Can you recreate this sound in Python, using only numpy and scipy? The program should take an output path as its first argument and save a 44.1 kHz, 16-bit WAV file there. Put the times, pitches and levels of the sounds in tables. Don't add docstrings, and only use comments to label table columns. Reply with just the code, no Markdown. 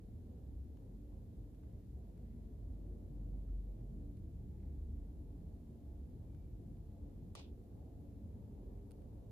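import sys
import numpy as np
from scipy import signal
from scipy.fft import irfft
from scipy.io import wavfile

SR = 44100
rng = np.random.default_rng(int(sys.argv[2]) if len(sys.argv) > 2 else 0)


def transcribe(signal):
    frames = np.atleast_2d(signal).T
    limited = np.clip(frames, -1, 1)
    pcm = np.round(limited * 32767).astype(np.int16)
    wavfile.write(sys.argv[1], SR, pcm)


N = 410571
TIME = np.arange(N) / SR
HZ = np.fft.rfftfreq(N, 1 / SR)

# (frequency [Hz], level [dB], t60 [s])
KNOCK_MODES = [(440, -8, .025), (620, -1, .018), (830, -2, .015), (1125, -1.5, .027), (1290, -5, .011),
               (1925, -10, 0.022), (3050, -15, .018)]


def traffic(split_hz=390, rumble_db=-53, swell_db=2.0, swell_at_s=3.76, swell_width_s=1.2, waver_hz=5):
    # (frequency [Hz], relative density [dB])
    spectrum = [(20, -21.5), (32, -13.5), (43, -5.5), (57, 0.5), (85, 1), (130, -6.5), (220, -8),
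                (330, -15), (480, -20.5), (700, -28), (860, -33.5), (1020, -39.5), (1170, -44.5),
                (1450, -55.5), (1800, -56.5), (4000, -76.5)]
    # (frequency [Hz], correlation [-])
    likeness = [(30, 0.94), (140, .96), (230, 0.97), (330, .75), (480, 0.68), (700, 0.29), (1000, 0.024)]
    # (time [s], level [dB])
    roar_levels = [(0, -74), (.4, -69.5), (1.5, -70.5), (2.1, -70.5), (2.8, -69.5), (3.9, -69), (4.3, -72),
                   (5.5, -68.5), (6.8, -69.5), (7.3, -67), (7.8, -69.5), (8.2, -68), (9.3, -66.5)]
    colour, correlation = gain_of(over_hz(spectrum)), over_hz(likeness)
    low_share = 1 / (1 + (HZ / split_hz) ** 8)
    rumble = noise(colour * np.sqrt(low_share), correlation)
    rumble = motor_patches(rumble, depth_db=1.9, width_s=0.11, width_hz=17)
    roar = noise(colour * np.sqrt(1 - low_share), correlation)
    roar = motor_patches(roar, depth_db=1.6, width_s=0.11, width_hz=18)
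    waver_band = bell(HZ, waver_hz)
    roar_db = np.interp(TIME, *np.transpose(roar_levels)) + 1.5 * noise(waver_band, 0.95)
    drift_db = swell_db * bell(TIME - swell_at_s, swell_width_s) + 0.92 * noise(waver_band, 0.95)
    return gain_of(rumble_db + drift_db) * rumble + gain_of(roar_db) * roar


def motor_patches(x, depth_db, width_s, width_hz):
    frames = dict(nperseg=4096, noverlap=3072)
    hz, times_s, spectra = signal.stft(x, SR, **frames)
    field = rng.standard_normal(spectra.shape[1:])
    for axis, (grid, width) in enumerate([(hz, width_hz), (times_s, width_s)]):
        kernel = bell(grid[:41] - grid[20], width)
        field = signal.fftconvolve(field, np.expand_dims(kernel, 1 - axis), "same")
    _, patchy = signal.istft(spectra * gain_of(depth_db * unit_rms(field)), SR, **frames)
    return unit_rms(patchy[:, :N])


def deep_engine(flutter=0.22):
    # (time [s], pitch [Hz], level [dB])
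    track = [(0, 44.15, -63), (1.1, 45.97, -56.5), (1.5, 48.14, -55), (1.8, 50.8, -62), (2.4, 50.27, -53.5),
             (2.8, 49.2, -49.5), (3.0, 48.68, -53), (3.4, 47.5, -41), (3.6, 47.12, -44.5),
             (3.85, 46.16, -48.5), (4.08, 45.64, -48), (4.55, 43.67, -58.5), (4.8, 44, -52),
             (5.3, 45.2, -57), (5.7, 44.54, -66.5), (6.25, 45.9, -68), (6.5, 45.98, -55.5), (7.1, 45, -56),
             (8.25, 45, -71.5), (8.68, 46, -53), (9.3, 45, -71)]
    times_s, hz, db = np.transpose(track)
    return gain_of(np.interp(TIME, times_s, db)) * wavering_tone(np.interp(TIME, times_s, hz), flutter)


def far_engines(doppler_shift=0.018, rise_to_fall=0.8):
    # (pitch [Hz], level [dB], flutter re steady tone [-], flutter rate [Hz])
    drones = [(45, -62.5, 1.3, 8), (69.66, -60, 1.5, 13)]
    # (peak time [s], fall to half power [s], level [dB], pitch [Hz], flutter [-])
    passes = [(.47, .1, -53, 61.54, .3), (1.5, .15, -56, 65.9, .4), (4.3, .15, -54.5, 71, .3),
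              (4.76, .16, -47.5, 70.93, .25), (5.87, .15, -50, 69.27, .3)]
    out = sum(gain_of(db) * wavering_tone(hz, flutter, rate_hz) for hz, db, flutter, rate_hz in drones)
    for at_s, fall_s, db, hz, flutter in passes:
        position = (TIME - at_s) / (fall_s * np.where(TIME < at_s, rise_to_fall, 1))
        distance = np.hypot(1, position)
        heard_hz = hz * (1 - doppler_shift * position / distance)
        out += gain_of(db) / distance * wavering_tone(heard_hz, flutter)
    return out


def knock(crack_t60_s=0.017, build_cycles=1.1, right_lag_rad=1.1):
    # (time [s], level [dB])
    hits = [(7.3515, -45.5), (7.3565, -54.5)]
    # (frequency [Hz], relative density [dB])
    spectrum = [(300, 4), (1100, 2), (1700, -11), (2700, 3.5), (4300, 3), (5700, 0), (7400, -8), (9600, -1),
                (11500, -17), (13000, -11), (15500, -18)]
    crack = noise(gain_of(over_hz(spectrum)), 0.055)
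    out = np.zeros((2, N))
    age_s = np.arange(SR // 8) / SR
    for at_s, hit_db in hits:
        out += gain_of(hit_db) * decay(at_s, crack_t60_s, rise_s=0.0007) * crack
        for k, (hz, db, t60_s) in enumerate(KNOCK_MODES):
            build = 1 - np.exp(-age_s * hz / build_cycles)
            envelope = build * gain_of(hit_db + db - 60 * age_s / t60_s)
            for channel, lag_rad in zip(out, (0, right_lag_rad)):
                add(channel, at_s, (-1) ** k * envelope * np.sin(2 * np.pi * hz * age_s - lag_rad))
    return out


def scuff(at_s=7.351, level_db=-61.3, rise_s=0.006, hold_s=0.044, fade_db_per_s=205, length_s=0.16,
          grit_hz=180, dulling_s=0.086, dull_hz=3200, dull_width_hz=750, body_db=-5):
    # (frequency [Hz], relative density [dB])
    spectrum = [(400, -2), (700, -3), (1150, -4), (1650, -15), (2450, 0), (3000, 0), (3800, .5),
                (4700, -1.5), (6000, -6.5), (7400, -12.5), (8400, -13), (10500, -23), (12000, -35),
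                (15000, -40)]
    # (time [s], boost [dB])
    catches = [(7.3655, 2), (7.377, 3), (7.388, 3), (7.394, 1.5), (7.4, 3), (7.43, 2.5)]
    age_s = np.maximum(TIME - at_s, 0)
    gate = (1 - np.exp(-age_s / rise_s)) * np.exp(-(age_s / length_s) ** 10)
    fade_db = fade_db_per_s * np.maximum(age_s - hold_s, 0)
    catch_db = sum(db * bell(TIME - catch_s, 0.0025) for catch_s, db in catches)
    envelope = gate * gain_of(level_db - fade_db + catch_db)
    colour = gain_of(over_hz(spectrum))
    dull = noise(colour / np.hypot(1, (HZ - dull_hz) / dull_width_hz), 0)
    grit = gain_of(1.2 * noise(rolloff(HZ, grit_hz), 1))
    bright = noise(colour, -0.37)
    bright_share = np.exp(-(age_s / dulling_s) ** 4)
    slide = grit * (np.sqrt(bright_share) * bright + np.sqrt(1 - bright_share) * dull)
    body_colour = sum(gain_of(db) * t60_s / np.hypot(1, (HZ - hz) * t60_s)
                      for hz, db, t60_s in KNOCK_MODES if hz < 1000)
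    return envelope * (slide + gain_of(body_db) * noise(body_colour, 0.26))


def drips(base_t60_s=0.012):
    # (time [s], level [dB], pitch [Hz], width [Hz])
    drops = [(.7707, -70.5, 1500, 1700), (1.5465, -73, 1300, 1100), (1.6335, -74.5, 1200, 280),
             (2.1766, -76, 1400, 900), (2.8645, -76, 1300, 280), (3.488, -77, 1320, 260),
             (4.1705, -72, 1350, 800), (6.3472, -69.5, 1600, 1300), (6.7691, -76, 2200, 1000),
             (9.02, -76, 1800, 1200)]
    out = np.zeros((2, N))
    for at_s, db, hz, width_hz in drops:
        resonance = 1 / np.hypot(1, (HZ - hz ** 2 / (HZ + 1)) / width_hz)
        t60_s = base_t60_s + 10 / width_hz
        out += gain_of(db) * decay(at_s, t60_s, rise_s=0.00052) * noise(resonance, 0.38)
    return out


def clicks(t60_s=0.011):
    # (time [s], level [dB], left minus right [dB])
    snaps = [(1.5465, -79, 0), (2.176, -76, 0), (4.17, -73, -4), (7.638, -77, 0), (8.9072, -73, -6),
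             (8.9093, -62.5, -4), (8.9128, -73, -4), (8.9152, -73, -5), (8.9177, -67, -9), (9.016, -81, -2),
             (9.0202, -76, -3)]
    # (frequency [Hz], relative density [dB])
    spectrum = [(600, 2), (1300, 3), (2000, -9), (2700, 1), (3300, -7), (4400, 3), (5500, -8), (7400, -9),
                (8400, 2), (9400, 3), (10600, -1), (12000, -12), (14000, -4), (15500, -14)]
    snap = noise(gain_of(over_hz(spectrum)), 0.31)
    out = np.zeros((2, N))
    for at_s, db, pan_db in snaps:
        stereo_gain = gain_of([[db + pan_db / 2], [db - pan_db / 2]])
        out += stereo_gain * decay(at_s, t60_s, rise_s=0.0001) * snap
    return out


def hum_surges(width_s=0.11, flutter_db=2, flutter_hz=10):
    # (peak time [s], pitch [Hz], level [dB])
    surges = [(1.05, 290, -62.5), (1.3, 228, -64), (3.2, 290, -63.5), (3.22, 109, -57), (4.05, 290, -62.5),
              (4.38, 110, -58.5), (4.95, 230, -61.5), (5.0, 288, -64.5), (5.75, 230, -61), (6.97, 207, -61),
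              (7.0, 290, -62), (7.6, 111, -56.5), (8.15, 290, -63.5), (8.8, 399, -72)]
    out = np.zeros(N)
    for at_s, hz, db in surges:
        tone = unit_rms(np.sin(2 * np.pi * (hz * TIME + rng.random())))
        out += gain_of(db) * bell(TIME - at_s, width_s) * tone
    return out * gain_of(flutter_db * noise(bell(HZ, flutter_hz), 0.85))


def machine_hums(fade_s=0.12):
    # (start [s], end [s], pitch [Hz], width [Hz], level [dB])
    hums = [(0, 9.4, 110.2, 3.8, -65), (0, 9.4, 290.7, 12.5, -72), (0, 9.4, 444.5, 23, -80),
            (8.2, 9.4, 400.7, 7.7, -72.5), (2.4, 9.4, 677, 23, -86), (4.4, 9.4, 845.4, 31, -91)]
    out = np.zeros((2, N))
    for start_s, end_s, hz, width_hz, db in hums:
        gate = np.clip(1 + np.minimum(TIME - start_s, end_s - TIME) / fade_s, 0, 1)
        out += gain_of(db) * gate * noise(rolloff(HZ - hz, width_hz / 2), 0.9)
    return out


def dabbling(centre_hz=2000, half_width_hz=500, grain_db=3, grain_hz=60):
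    # (peak time [s], length [s], level [dB])
    stirs = [(1.705, 0.31, -96), (2.3, 0.39, -94.5), (3.802, 0.077, -93), (4.62, .32, -94),
             (7.15, 0.27, -98), (8.799, 0.11, -98)]
    swell = sum(gain_of(db) * bell(TIME - at_s, length_s / 2) for at_s, length_s, db in stirs)
    grains = unit_rms(gain_of(grain_db * noise(rolloff(HZ, grain_hz), 0.88)))
    return swell * grains * noise(rolloff(HZ - centre_hz, half_width_hz), 0.75)


def squeak(at_s=6.4, length_s=0.3, hz=2340, sag_hz_per_s=500, level_db=-95):
    offset_s = TIME - at_s
    pitch_hz = hz - sag_hz_per_s * np.clip(offset_s, -length_s, length_s)
    tone = wavering_tone(pitch_hz, flutter=2, flutter_hz=75.3)
    return gain_of(level_db) * bell(offset_s, length_s / 2) * tone


def hiss(level_db=-83):
    # (frequency [Hz], relative density [dB])
    spectrum = [(300, -2.5), (1500, 0.5), (2500, -3), (4000, -2.5), (5500, -6), (7500, -4.5), (8600, -5.5),
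                (10300, -5.5), (12000, -5), (14300, -2.5), (14900, -25), (15800, -32)]
    # (frequency [Hz], correlation [-])
    likeness = [(1000, 0), (7500, 0.0062), (8500, 0.94), (12000, 1)]
    return gain_of(level_db) * noise(gain_of(over_hz(spectrum)), over_hz(likeness), left_lag_ms=0.2944)


def wavering_tone(hz, flutter, flutter_hz=7):
    phase = 2 * np.pi * np.cumsum(hz * np.ones(N)) / SR
    flutter_band = 1 / (1 + (HZ / flutter_hz) ** 4)
    in_phase = 1 + flutter * noise(flutter_band, 0.85)
    quadrature = flutter * noise(flutter_band, 0.92)
    return unit_rms(in_phase * np.sin(phase) + quadrature * np.cos(phase))


def noise(colour, correlation, left_lag_ms=0):
    a, b, c, d = rng.standard_normal((4, len(HZ)))
    mid = np.sqrt(1 + correlation) * (a + 1j * b)
    side = np.sqrt(1 - correlation) * (c + 1j * d)
    delay = np.exp(-2j * np.pi * HZ * left_lag_ms / 1000)
    return unit_rms(irfft(np.array([(mid + side) * delay, mid - side]) * colour, N))


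def decay(at_s, t60_s, rise_s):
    age_s = np.maximum(TIME - at_s, 0)
    return (1 - np.exp(-age_s / rise_s)) * np.exp(-np.minimum(np.log(1000) * age_s / t60_s, 50))


def bell(offset, width):
    return np.exp(-(offset / width) ** 2)


def rolloff(offset, width):
    return 1 / (1 + (offset / width) ** 2)


def over_hz(points):
    hz, value = np.transpose(points)
    return np.interp(np.log(HZ + 1), np.log(hz + 1), value)


def gain_of(db):
    return 10 ** (np.asarray(db) / 20)


def unit_rms(x):
    return x / np.sqrt(np.mean(x ** 2) + 1e-30)


def add(mix, at_s, sound):
    part = mix[round(at_s * SR):][:len(sound)]
    part += sound[:len(part)]


def scene():
    town = traffic() + deep_engine() + far_engines() + machine_hums() + hum_surges()
    return town + hiss() + knock() + scuff() + drips() + dabbling() + clicks() + squeak()


def record(dry, cutoff_hz=15800):
    lowpass = signal.firwin(511, cutoff_hz, window=("kaiser", 9), fs=SR)
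    return signal.oaconvolve(dry, lowpass[None], "same")


dry = scene()
out = record(dry)
transcribe(out)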